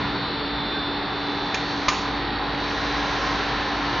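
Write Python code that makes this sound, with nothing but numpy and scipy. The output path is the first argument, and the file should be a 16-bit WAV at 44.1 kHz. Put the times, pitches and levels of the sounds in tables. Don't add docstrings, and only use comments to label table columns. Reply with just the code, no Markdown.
import sys
import numpy as np
from scipy import signal
from scipy.fft import rfft, irfft
from scipy.io import wavfile

SR = 44100
rng = np.random.default_rng(int(sys.argv[2]) if len(sys.argv) > 2 else 0)


def master_out(mix):
    frames = np.transpose(np.atleast_2d(mix))
    ceiling = np.clip(frames, -1, 1)
    pcm = np.round(ceiling * 32767).astype(np.int16)
    wavfile.write(sys.argv[1], SR, pcm)


N = 176400


def from_db(db):
    return 10 ** (np.asarray(db) / 20)


def unit_rms(x):
    return x / np.sqrt(np.mean(x ** 2) + 1e-20)


def curve(rows):
    return np.interp(np.arange(N) / SR, *np.transpose(rows))


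def bell(centre_s, width_s):
    return np.exp(-((np.arange(N) / SR - centre_s) / width_s) ** 2)


def drift(rate_hz):
    hop, settle = 100, 2000
    pole = np.exp(-2 * np.pi * rate_hz * hop / SR)
    white = rng.standard_normal(N // hop + settle + 2)
    slow = signal.lfilter([1], [1, -2 * pole, pole * pole], white)[settle:]
    return np.interp(np.arange(N) / hop, np.arange(len(slow)), unit_rms(slow - slow.mean()))


def noise(spectrum, side_db=-14):
    hz, db = np.transpose(spectrum)
    bin_hz = np.maximum(np.arange(N // 2 + 1) * SR / N, 1)
    gain = from_db(np.interp(np.log(bin_hz), np.log(hz), db))
    gain /= np.sqrt(1 + (bin_hz / (2 * hz[-1])) ** 4)
    gain *= bin_hz / (bin_hz + 10)
    mid, side = irfft(rfft(rng.standard_normal((2, N))) * gain, N)
    return unit_rms(mid + from_db(side_db) * side * [[1], [-1]])


def tone(hz, wander_hz, fade_db, fade_hz, side_db=-33.5):
    phase = 2 * np.pi * (np.cumsum(hz + wander_hz * drift(6.36)) / SR + rng.random())
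    side = from_db(side_db) * drift(0.93) * np.cos(phase + 2 * np.pi * rng.random())
    fade = from_db(fade_db * drift(fade_hz))
    return unit_rms(fade * (np.sin(phase) + side * [[1], [-1]]))


def fans():
    # (frequency [Hz], relative density [dB])
    spectrum = [(22, -9.5), (34, -20), (48, 1.5), (70, -6.5), (95, -6.5), (125, -3.5), (190, 1), (250, -1),
                (330, -1), (440, 1.5), (540, -5), (700, -2.5), (950, -1), (1400, -2.5), (2000, -6.5),
                (2800, -11), (3600, -11), (4450, -13), (4900, -20), (5500, -23.5), (6200, -57.5),
                (7000, -61.5)]
    return from_db(-29.5) * noise(spectrum)


def motors():
    # (time [s], level [dB])
    shaft_level = [(0, -44), (1.2, -47), (1.7, -44.5), (2.2, -39), (4, -40)]
    # (frequency [Hz], level [dB])
    blower_tones = [(280.5, -51), (285.2, -47), (287.6, -35.4), (300, -49)]
    # (time [s], level [dB])
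    rumble_level = [(0, -32), (.12, -36), (.3, -40), (.75, -38), (1.1, -45), (1.45, -42.5), (1.8, -42),
                    (2.3, -41), (3, -40), (4, -42.5)]
    # (frequency [Hz], relative density [dB])
    rumble_spectrum = [(25, -17), (60, 2.5), (120, 2.5), (200, 2), (300, -8.5), (600, -35)]
    shaft = from_db(curve(shaft_level)) * tone(hz=53.15, wander_hz=0.23, fade_db=0.8, fade_hz=4.4)
    blowers = sum(from_db(db) * tone(hz, wander_hz=0.36, fade_db=1, fade_hz=11)
                  for hz, db in blower_tones)
    rumble = from_db(curve(rumble_level)) * noise(rumble_spectrum)
    return shaft + blowers + rumble


def rolls():
    # (time [s], level [dB])
    whirr_level = [(0, -35), (.6, -52), (1.1, -43), (1.6, -40), (2.05, -37), (2.5, -37.5), (2.9, -31),
                   (3.3, -30.5), (3.52, -30), (3.7, -32.5), (4, -29.5)]
    # (frequency [Hz], relative density [dB])
    whirr_spectrum = [(140, -6), (300, -14), (480, -1.5), (650, -1.5), (800, 3.5), (1050, -2.5),
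                      (1200, -4.5), (1400, 1.5), (1900, 0.5), (2500, -5.5), (3050, -4), (4000, -19.5),
                      (5500, -25.5), (7000, -53)]
    # (frequency [Hz], base level [dB], share of the whirr's swing [ratio])
    gear_tones = [(125.5, -46.5, .4), (338, -46.5, .3), (395.5, -49, .3), (432, -48, 0), (570, -52, .3),
                  (752, -49, .5), (788, -51, .4), (931.3, -46, .2), (974, -52, .6), (1009, -45, .7),
                  (1028, -51, .9), (1051, -51, 1.2), (1088, -50, 1), (1127, -54, .8), (1175, -51, .2),
                  (1276, -53, .7), (1294, -49, .6), (1386, -52, .9), (1650, -52, .9), (1739, -50, 0),
                  (1762.8, -51, 1.1)]
    # (time [s], level [dB])
    hiss_level = [(0, -51.5), (.7, -78.5), (1.2, -55), (1.7, -44), (2.0, -41.5), (2.35, -62.5), (2.7, -42),
                  (3.3, -38), (3.55, -44), (4, -43)]
    # (frequency [Hz], relative density [dB])
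    hiss_spectrum = [(1000, -7), (3000, 0.5), (5000, 5), (6000, 2), (7000, -14)]
    whirr_db = curve(whirr_level)
    swing_db = whirr_db - whirr_db.mean()
    gears = sum(from_db(db + share * swing_db) * tone(hz, wander_hz=1.62, fade_db=3.5, fade_hz=4)
                for hz, db, share in gear_tones)
    flutter_db = 0.7 * drift(14)
    whirr = from_db(whirr_db + flutter_db) * noise(whirr_spectrum)
    hiss = from_db(curve(hiss_level)) * noise(hiss_spectrum)
    return whirr + gears + hiss


def drive():
    # (time [s], level [dB])
    main_level = [(0, -44), (.09, -40), (.22, -49), (.38, -39), (.5, -39), (.62, -36), (.82, -34.3),
                  (.93, -37), (1.03, -43), (1.28, -37.8), (1.55, -39.5), (1.85, -48), (2.2, -54),
                  (2.6, -50), (4, -51)]
    # (time [s], level [dB])
    upper_level = [(0, -49), (.13, -46), (.27, -37), (.43, -46), (.58, -42), (.92, -43), (1.03, -53),
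                   (1.22, -43), (1.9, -45), (2.25, -50), (2.9, -42.5), (3.45, -43), (4, -55)]
    # (frequency [Hz], base level [dB], node time [s], node width [s], crest time [s])
    standing_tones = [(772.5, -41.3, .7, .5, 1.1), (831, -41, .55, .45, 1.38), (893.7, -45, 3.3, .9, .65),
                      (1879.3, -44, 1.05, .6, 2.35), (3283.6, -52, 1.1, .3, 2.1),
                      (3658.7, -44, 1.3, .2, .8), (3907, -50, .45, .3, 1.3), (3943.4, -44.5, 2.1, .4, .76),
                      (3980.6, -48.5, .9, .3, 2.5), (4339, -47, 2.55, .6, 1.6),
                      (4449.2, -44.5, 1.1, .45, .48)]
    # (frequency [Hz], level [dB])
    sidebands = [(3328, -56), (3394, -56), (3438, -54.5), (3511.6, -55.5), (3617, -55), (3722, -56),
                 (3796, -56), (3832.7, -54.5), (4017.2, -52.5), (4375.5, -54), (4485, -55.5)]
    main_hz, upper_hz, wander_hz = 3547.8, 4053.6, 0.63
    node_db, crest_db, crest_width_s = -6, 4, 0.096
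    main = tone(main_hz, wander_hz, fade_db=0.8, fade_hz=14, side_db=-27)
    upper = tone(upper_hz, wander_hz, fade_db=0.1, fade_hz=10, side_db=-16)
    out = from_db(curve(main_level)) * main + from_db(curve(upper_level)) * upper
    standing = [(hz, db + node_db * bell(node_s, width_s) + crest_db * bell(crest_s, crest_width_s))
                for hz, db, node_s, width_s, crest_s in standing_tones]
    for hz, db in standing + sidebands:
        out += from_db(db) * tone(hz, wander_hz, fade_db=1.94, fade_hz=6.6, side_db=-16)
    return out


def squeaks():
    # (time [s], half length [s], frequency [Hz], level [dB])
    swells = [(0.767, 0.037, 1555, -36), (2.95, .1, 1048, -38.5), (3.285, 0.14, 1055, -33.5),
              (3.4, 0.036, 1350, -37)]
    return sum(from_db(db) * bell(time_s, width_s) * tone(hz, wander_hz=5, fade_db=1.5, fade_hz=20)
               for time_s, width_s, hz, db in swells)


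def knocks():
    # (time [s], ring gain [dB], force centre [Hz], crack gain [dB])
    contacts = [(1.5443, -16.5, 2900, -20), (1.8822, -19.5, 900, -33), (1.8840, -14.5, 1400, -15.5),
                (1.8872, -21, 1100, -23), (1.8965, -35, 3000, -32), (1.9025, -35, 3000, -31),
                (1.9245, -29, 1100, -40), (1.9325, -26, 900, -38), (1.943, -29, 1200, -42),
                (1.987, -29, 1300, -42), (2.055, -26, 850, -48)]
    # (frequency [Hz], relative level [dB], T60 [s])
    modes = [(945, -12, .08), (1054, 0, .065), (1211, -1, .055), (1790, -10, .04), (1990, -9, .05),
             (2120, -9, .035), (2400, -3, .04), (2675, -9, .07), (3720, -14, .04), (4450, -12, .035),
             (5243, -12, .04), (5800, -9, .03)]
    # (frequency [Hz], relative density [dB])
    crack_spectrum = [(100, -18), (500, -24), (1000, -13), (2400, 7.5), (3100, 1), (4500, 1), (6800, -1.5)]
    force_width_oct, crack_t60_s = 0.85, 0.034
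    hall_t60_s, ring_tail_db, crack_tail_db = 0.42, -15.5, -17
    out = np.zeros((2, N))
    crack_noise = noise(crack_spectrum)
    age_s = np.arange(SR // 2) / SR
    tail = from_db(-60 * age_s / hall_t60_s)
    for time_s, ring_db, centre_hz, crack_db in contacts:
        span = slice(int(time_s * SR), int(time_s * SR) + len(age_s))
        for hz, mode_db, t60_s in modes:
            force = 1 / (1 + (np.log2(hz / centre_hz) / force_width_oct) ** 4)
            ring_tail = from_db(ring_tail_db) * tail * drift(51)[span]
            envelope = from_db(-60 * age_s / t60_s) + ring_tail
            out[:, span] += force * from_db(ring_db + mode_db) * envelope * np.sin(2 * np.pi * hz * age_s)
        envelope = from_db(-60 * age_s / crack_t60_s) + from_db(crack_tail_db) * tail
        crack = from_db(crack_db) * envelope * crack_noise[:, span]
        bass_cut = signal.butter(2, centre_hz / 2, "high", fs=SR, output="sos")
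        out[:, span] += signal.sosfilt(bass_cut, crack)
    return out


def scene():
    balance = from_db([[-0.24], [0.24]])
    return (fans() + motors() + rolls() + drive() + squeaks() + knocks()) * balance


def record(dry):
    cutoff_hz = 6920
    return signal.sosfilt(signal.ellip(12, 0.1, 90, cutoff_hz, fs=SR, output="sos"), dry)


dry = scene()
out = record(dry)
master_out(out)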